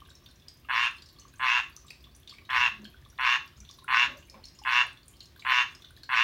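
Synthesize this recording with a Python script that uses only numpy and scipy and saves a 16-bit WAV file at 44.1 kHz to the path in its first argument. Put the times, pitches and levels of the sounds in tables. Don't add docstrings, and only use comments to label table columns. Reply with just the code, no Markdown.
import sys
import numpy as np
from scipy import signal
from scipy.io import wavfile
from scipy.ndimage import uniform_filter1d

SR = 44100
rng = np.random.default_rng(int(sys.argv[2]) if len(sys.argv) > 2 else 0)


def makeup_ratio(level_db):
    decades = np.asarray(level_db, float) / 20
    return 10 ** decades


def unload_wav(signal):
    wavfile.write(
        sys.argv[1],
        SR,
        np.round(np.clip(np.atleast_2d(signal).T, -1, 1) * 32767).astype(np.int16),
    )


N = 274743

# [t/s, peak level/dB, ring f/Hz]
FINE_SPRAY = [(.003, -42, 3280), (.2394, -63, 4450), (.312, -51, 9300), (.4628, -53, 2100),
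              (2.199, -46, 11500), (1.8455, -54, 12000), (2.231, -45.5, 3380), (2.818, -51, 6100),
              (2.938, -52, 3400), (3.015, -50, 5370), (3.05, -45, 3540), (4.171, -44, 6100),
              (4.272, -54, 9270), (4.5714, -60, 3540), (5.1673, -46, 5060), (5.321, -48, 3280),
              (5.7223, -41, 2700), (.8565, -45, 8900), (.9108, -47, 9170), (1.3375, -48, 9520),
              (2.1634, -43.5, 9600), (3.8425, -42.5, 9700), (4.8663, -43, 9700), (4.9297, -48, 8550),
              (5.081, -35.5, 8600), (5.3627, -49, 13100), (5.505, -40, 12500), (5.73, -56, 9800),
              (5.9067, -45, 9540)]
# [t/s, peak level/dB, f/Hz]
OUTLET_BUBBLES = [(0.019, -37, 1125), (0.087, -46.5, 1540), (0.114, -48, 1540), (.2872, -50, 1490),
                  (0.6504, -47, 1220), (1.1857, -49, 1140), (1.2512, -40.5, 1120), (1.3388, -44.5, 1550),
                  (1.774, -47, 1200), (1.847, -45.5, 1126), (2.0697, -49, 1100), (2.324, -41.5, 1134),
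                  (2.852, -37.5, 1590), (2.9435, -41, 1470), (3.024, -47.5, 1720), (3.0602, -47, 1137),
                  (3.698, -45.5, 1105), (3.7855, -43.5, 1070), (3.8223, -43.5, 1030), (3.8443, -38.5, 1380),
                  (4.342, -40, 1013), (4.5924, -48, 1050), (4.6164, -40, 830), (5.362, -44, 1540),
                  (5.3906, -48, 1120), (5.4247, -52, 1620), (5.8423, -46, 1470), (5.906, -44.5, 1460),
                  (5.9739, -45, 1720), (6.034, -43.5, 1570)]
# [t/s, peak level/dB, ring f/Hz]
LIGHT_DRIPS = [(0.0503, -54, 3670), (0.1024, -49, 3820), (.1516, -49.5, 5400), (0.357, -57, 5700),
               (.397, -62, 5100), (.4204, -57, 3430), (0.647, -52.5, 2730), (.9828, -50, 4260),
               (1.0592, -49.5, 5220), (1.0874, -46, 4380), (1.1863, -49.5, 4320), (1.196, -46, 6100),
               (1.8817, -46.5, 3810), (2.04, -47, 3440), (2.1485, -51.5, 5890), (2.3364, -50, 2240),
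               (2.4507, -49, 3760), (2.8432, -45, 4290), (3.0994, -53.5, 5680), (3.6494, -49, 3520),
               (3.7874, -46.5, 3810), (4.2256, -51.5, 2810), (4.3414, -49, 2300), (4.4836, -48.5, 4860),
               (4.9723, -49, 3470), (5.137, -57, 3150), (5.3584, -55.5, 3500), (5.3943, -43.5, 3890),
               (5.9643, -47.5, 3860), (6.0326, -41, 4320)]
# [t/s, peak level/dB, ring f/Hz, time to fall 60 dB/s]
HEAVY_DROPS = [(0.2606, -41.5, 3610, 0.038), (.4828, -32.5, 4890, 0.025), (1.0211, -37, 4340, 0.036),
               (1.7645, -28.5, 6000, 0.015), (1.906, -27, 2520, 0.012), (1.9036, -34, 4740, 0.025),
               (2.2746, -37.5, 3580, 0.059), (2.294, -37.5, 4420, 0.057), (2.3094, -45.5, 3260, 0.081),
               (2.3834, -40, 2310, 0.045), (2.5026, -31.5, 3250, 0.069), (2.8514, -41, 3140, 0.058),
               (3.1785, -38.5, 3400, .02), (3.476, -38.5, 4600, 0.017), (3.6026, -42, 5920, 0.038),
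               (3.69, -41, 3540, 0.059), (3.7103, -36, 5280, 0.02), (4.2978, -35, 5200, .022),
               (4.439, -40, 4240, .047), (4.4538, -37, 5320, 0.036), (4.5882, -42.5, 5180, 0.041),
               (4.637, -30.5, 2940, 0.012), (5.031, -45, 4340, 0.019), (5.2049, -35, 4210, 0.036),
               (5.2563, -39.5, 5260, 0.021), (5.4218, -41.5, 2320, 0.075), (5.7492, -38, 5120, .03),
               (5.821, -35.5, 3510, 0.026), (5.8457, -41.5, 3530, 0.058)]
# [f/Hz, level/dB per Hz]
RUMBLE_SPECTRUM = [(12, -57.5), (20, -28.5), (43, -21.5), (65, 1.5), (114, -7.5), (146, -1.5), (157, -11),
                   (170, -30.5), (220, -57.5), (370, -120)]
# [f/Hz, level/dB per Hz]
DRONE_SPECTRUM = [(97, -44), (165, -5.5), (210, 1.5), (322, -1.5), (361, 2), (480, -18.5), (524, -10),
                  (560, -11.5), (730, -11.5), (1230, -120)]
# [f/Hz, level/dB per Hz]
HISS_SPECTRUM = [(260, -31.5), (450, -2.5), (705, -9), (1140, -1.5), (1400, -9.5), (1530, -4.5), (2040, -6),
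                 (3540, -6.5), (7690, -19.5), (13600, -16.5), (16000, -12)]
# [f/Hz, level/dB]
MAINS_HUM = [(59.2, -66)]
# [centre t/s, half length/s, rumble lift/dB, drone lift/dB]
HOUSE_SURGES = [
    (0.05, .3, 1, 1.5),
    (1.366, 0.04, 2.5, -1),
    (2.62, 0.075, 8, 4),
    (2.835, 0.083, 1, 9),
    (3.04, 0.046, 2.5, -2),
    (3.62, 0.063, 5, -2),
    (4.074, 0.13, 5, 7),
    (4.39, .07, 1.5, 2),
    (5.967, 0.14, 4, 1),
]
# [t/s, length/s, f/Hz, width/Hz, level/dB]
WALL_GROANS = [
    (2.62, 0.39, 207, 18, -55.5),
    (3.029, 0.045, 91, 21, -48),
    (3.558, 0.13, 210, 13, -60),
    (7.4, 0.09, 560, 39, -59.5),
    (4.02, .17, 270, 39, -56.5),
    (4.03, 0.22, 570, 100, -56),
    (4.31, 0.11, 218, 18, -58.5),
    (4.301, 0.108, 545, 23, -55.5),
    (4.3, 0.16, 720, 860, -58),
    (4.75, 0.19, 660, 220, -58),
]
# [t/s, length/s, effort level/dB, gear slip after t/s, larynx openings per second after the slip]
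FROG_CROAKS = [
    (0.686, 0.21, -32, .05, 114),
    (1.394, 0.23, -31.5, 0.077, 113.6),
    (2.49, 0.21, -31, 0.062, 120),
    (3.185, 0.2, -30.5, 0.069, 117),
    (3.878, 0.2, -29.5, 0.05, 113),
    (4.649, 0.2, -30, .045, 119.5),
    (5.448, 0.2, -30, 0.074, 123.5),
    (6.09, 0.18, -30, .06, 110),
]
# [f/Hz, width/Hz, level/dB]
THROAT_RINGS = [(1084, 620, 5.5), (1437, 57, 10.5), (1720, 580, 4.5)]
# [f/Hz, width/Hz, level/dB]
MIDDLE_RINGS = [(1916, 70, -15), (2213, 1080, 7.5), (2575, 50, 11)]
# [f/Hz, width/Hz, level/dB]
SAC_RINGS = [(2672, 330, 1), (3196, 123, -10), (3555, 307, -12.5)]
# [f/Hz, width/Hz, level/dB]
UPPER_RINGS = [(4016, 750, 9.5), (4600, 134, 11), (5260, 1100, 6.5), (6084, 140, 3.5), (6380, 730, -3.5)]
# [f/Hz, width/Hz, level/dB]
BREATH_RINGS = [(8840, 1400, -2.4), (11620, 580, -0.49)]
# [delay t/s, level/dB]
GLASS_ECHOES = [
    (.0021, -31.5),
    (.0034, -12),
    (.0047, -16.5),
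    (.0083, -17.5),
]
# [f/Hz, time to fall 60 dB/s]
ROOM_DECAY = [(600, 0.3), (1600, 0.3), (2700, 0.27), (4200, 0.38), (9000, 0.27), (15000, 0.017)]


def evened(x):
    return x / np.sqrt(np.mean(x ** 2) + 1e-20)


def read(points, hz):
    f, value = np.transpose(points)
    return np.interp(np.log(hz + 1), np.log(f + 1), value)


def add(mix, s, sound):
    part = mix[round(s * SR):][:len(sound)]
    part += sound[:len(part)]


def later(x, s):
    return np.pad(x, (round(s * SR), 0))[:len(x)]


def resonate(x, hz, width):
    turn = np.exp(2j * np.pi * np.cumsum(hz * np.ones(len(x))) / SR)
    r = np.exp(-np.pi * width / SR)
    smooth = signal.lfilter([(1 - r) ** 2], [1, -2 * r, r * r], x / turn)
    return 2 * (turn * smooth).real


def ring_together(x, modes):
    return sum((-1) ** k * makeup_ratio(db) * resonate(x, hz, width) for k, (hz, width, db) in enumerate(modes))


def drop(db, hz, tick_db, t60):
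    t = np.arange(3500) / SR
    spray, fine = rng.standard_normal((2, 3500))
    ring = np.sin(2 * np.pi * hz * t * (1 + 0.98 * t)) * makeup_ratio(1.0 - 60 * t / max(0.37 * t60, .006))
    around = resonate(spray, 1.038 * hz, 0.39 * hz)
    above = resonate(spray, min(1.567 * hz, 15000), 0.21 * hz)
    splash = evened(around + 0.29 * above) * makeup_ratio(-9.0 - 60 * t / max(t60, .01))
    tick = evened(resonate(fine, 10500, 9000)) * makeup_ratio(tick_db - 6.0 - 60 * t / 0.01)
    return makeup_ratio(db - 8.5) * (ring + splash + tick) * np.clip(t / 0.0015, 0, 1)


def bubble(db, hz, cycles=5.5):
    u = np.arange(1500) / SR * hz / cycles
    tone = np.sin(2 * np.pi * cycles * u * (1 + 0.012 * u))
    return makeup_ratio(db - 0.5) * tone * u * np.exp(1 - 2.04 * u)


def water():
    drops, bubbles = np.zeros(N), np.zeros(N)
    for s, db, hz in FINE_SPRAY:
        add(drops, s, drop(db, hz, tick_db=-7.5, t60=0.016))
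    for s, *row in OUTLET_BUBBLES:
        add(bubbles, s, bubble(*row))
    for s, db, hz in LIGHT_DRIPS:
        add(drops, s, drop(db, hz, tick_db=-3, t60=0.077))
    for s, db, hz, t60 in HEAVY_DROPS:
        add(drops, s, drop(db, hz, tick_db=-13, t60=t60))
    for when, size, pitch in rng.random((125, 3)):
        add(drops, when * N / SR, drop(-64 + 7.0 * size, 2300 * 4.5 ** pitch, tick_db=-2, t60=0.11))
    for when, size, pitch in rng.random((45, 3)):
        add(drops, when * N / SR, drop(-67 + 9 * size, 10800 * 1.35 ** pitch, tick_db=3.5, t60=0.08))
    for when, size, pitch in rng.random((20, 3)):
        add(bubbles, when * N / SR, bubble(-56 + 6 * size, 1050 * 1.5 ** pitch))
    return drops, bubbles


def noise(spectrum, patchy_db):
    hz = np.fft.rfftfreq(2048, 1 / SR)
    a, b, patches = rng.standard_normal((N // 512 + 5, 1025, 3)).T
    patches = uniform_filter1d(patches, size=16, axis=0)
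    patches = evened(uniform_filter1d(patches, size=6, axis=1))
    z = (a + 1j * b) * makeup_ratio(read(spectrum, hz)[:, None] + patchy_db * patches)
    return evened(signal.istft(z, nperseg=2048, noverlap=1536)[1][:N])


def house():
    t = np.arange(N) / SR
    rumble_lift_db, drone_lift_db = sum(np.outer(lift_db, np.exp(-((t - s) / half) ** 2))
                                        for s, half, *lift_db in HOUSE_SURGES)
    out = makeup_ratio(-60.5 + rumble_lift_db) * noise(RUMBLE_SPECTRUM, patchy_db=0.4)
    out += makeup_ratio(-67 + drone_lift_db) * noise(DRONE_SPECTRUM, patchy_db=0.79)
    for start, length, hz, width, db in WALL_GROANS:
        fuzzy = resonate(rng.standard_normal(22050), hz, width)[-round(length * SR):]
        add(out, start, makeup_ratio(db) * evened(fuzzy) * np.hanning(len(fuzzy)))
    for hz, db in MAINS_HUM:
        out += makeup_ratio(db - 2.0) * evened(resonate(rng.standard_normal(N), hz, 4.1))
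    return out + makeup_ratio(-65.5) * noise(HISS_SPECTRUM, patchy_db=1)


def breath_effort(t, length, top_db):
    effort_db = top_db - 8.5 * np.exp(-t / 0.011) - 6 * np.exp(-t / 0.034) - 15 * t
    return effort_db - 5.5 * np.clip(1 - (length - t) / 0.05, 0, 1)


def fold_buzz(t, slip_s, after):
    fold_hz, rough_upper, uneven_db = 555, 0.45, -1.6
    late = 124.6
    rate = np.interp(t, [slip_s - .006, slip_s + .006, .15, .17], [129.3, after, late, late - 4])
    rough = .12 + .33 * np.exp(-((t - slip_s) / .014) ** 2)
    rough += np.interp(t, [.01, .03, .15, .185], [.3, 0, 0, .4])
    openings = np.cumsum(rate) / SR
    phase, count = openings % 1, openings.astype(int)
    chance = rng.standard_normal((40, 5))[count]
    gate = np.sin(np.pi * np.clip(phase / .6, 0, 1)) ** 2
    gate *= makeup_ratio(uneven_db * chance[:, 0])
    drift = np.cumsum(rng.standard_normal(40))[count]
    tension = .88 + .22 * phase + .004 * drift + .04 * rough * chance[:, 1]
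    turns = phase / rate * fold_hz * tension + .2 * rough * chance[:, 2]
    overtones = [np.cos(2 * np.pi * k * turns - .52 * k * k) for k in range(2, 14)]
    air = rng.standard_normal(12000)[:len(t)]
    low_air = evened(resonate(air, 1670, 2100))
    low = gate * (evened(sum(overtones[:6])) + rough * low_air) / np.hypot(1, rough)
    high_air = evened(resonate(air, 6650, 2800))
    high = (1 - rough_upper) * evened(sum(overtones[5:])) + rough_upper * high_air
    return low, (gate + 0.61) * high, (gate + 0.52) * air, chance


def upper_voice(t, high, hiss):
    edge_hz = np.interp(t, [0, .09, .17], [3100, 5700, 7000])
    modes = [(hz, width, db - .016 * np.maximum(hz - edge_hz, 0)) for hz, width, db in UPPER_RINGS]
    pocket = resonate(high, 0.918 * edge_hz, 600)
    pocket += makeup_ratio(-14) * resonate(hiss, np.interp(t, [.07, .16], [11900, 13100]), 900)
    return evened(ring_together(high, modes) + makeup_ratio(-2.0) * pocket)


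def croak(start, length, top_db, slip_s, after):
    t = np.arange(0, length, 1 / SR)
    low, high, hiss, chance = fold_buzz(t, slip_s, after)
    sac_db = -8 + 11 * np.minimum(t / 0.14, 1)
    middle_db = -2.5 + np.where(t < 0.07, -12 * (1 - t / 0.07), -80 * (t - 0.07))
    bright_db = -17 - 29.5 * np.exp(-t / 0.018)
    shade = makeup_ratio(0.5 * uniform_filter1d(chance[:, 3:], size=200, axis=0)).T
    stretch = np.interp(t, [0, .05, .13, .18], [0.95, 1.055, 1.014, 0.94])
    slack = 0.5 * np.exp(-t / 0.077)
    throat = [(hz * stretch, width, db) for hz, width, db in THROAT_RINGS]
    sac = [(hz - slack * (hz - 2550), width, db) for hz, width, db in SAC_RINGS]
    breath = [(hz * (1 - 0.082 * slack), width, db) for hz, width, db in BREATH_RINGS]
    voice = evened(ring_together(low, throat))
    voice += makeup_ratio(middle_db) * shade[0] * evened(ring_together(later(low, .00052), MIDDLE_RINGS))
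    voice += makeup_ratio(sac_db) * shade[1] * evened(ring_together(later(low, .00093), sac))
    voice += makeup_ratio(bright_db) * upper_voice(t, high, hiss)
    voice += makeup_ratio(-36.5) * evened(ring_together(hiss, breath))
    voice = signal.sosfilt(signal.butter(4, 640, "high", fs=SR, output="sos"), voice)
    fade = np.clip((t[-1] - t) / 0.023, 0, 1)
    return start, -makeup_ratio(breath_effort(t, length, top_db)) * voice * fade


def frog():
    out = np.zeros(N)
    for row in FROG_CROAKS:
        add(out, *croak(*row))
    return out


def room(x):
    out, turn = np.zeros(N), np.arange(N) / SR * 7.3
    for k in range(3):
        taps = np.zeros(22050)
        places = np.arange(300, 22000, 20) + rng.integers(0, 20, 1085)
        taps[places] = rng.choice([-1., 1.], 1085)
        hz, t, z = signal.stft(taps, SR, nperseg=256)
        tail = signal.istft(z * makeup_ratio(-60 * t / read(ROOM_DECAY, hz)[:, None]), SR, nperseg=256)[1]
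        window = np.sqrt(2 / 3) * np.cos(np.pi * (turn + k / 3))
        out += signal.fftconvolve(x * window, tail / np.linalg.norm(tail))[:N]
    return out


def glass(x):
    out = x.copy()
    for k, (s, db) in enumerate(GLASS_ECHOES):
        add(out, s, (-1) ** k * makeup_ratio(db) * x)
    return out


def scene():
    drops, bubbles = water()
    background = house()
    voice = frog()
    wet = room(makeup_ratio(-6.0) * voice + makeup_ratio(3.5) * drops + makeup_ratio(-9.5) * bubbles)
    tank = makeup_ratio(4.5) * glass(voice + makeup_ratio(6.0) * drops)
    return (tank + bubbles + wet + background)[None]


def low_pass(x):
    return signal.sosfilt(signal.butter(12, 16330, fs=SR, output="sos"), x)


def record(dry):
    limited = signal.oaconvolve(dry, signal.firwin(201, 16000, fs=SR)[None], "same")
    return low_pass(limited)


dry = scene()
out = record(dry)
unload_wav(out)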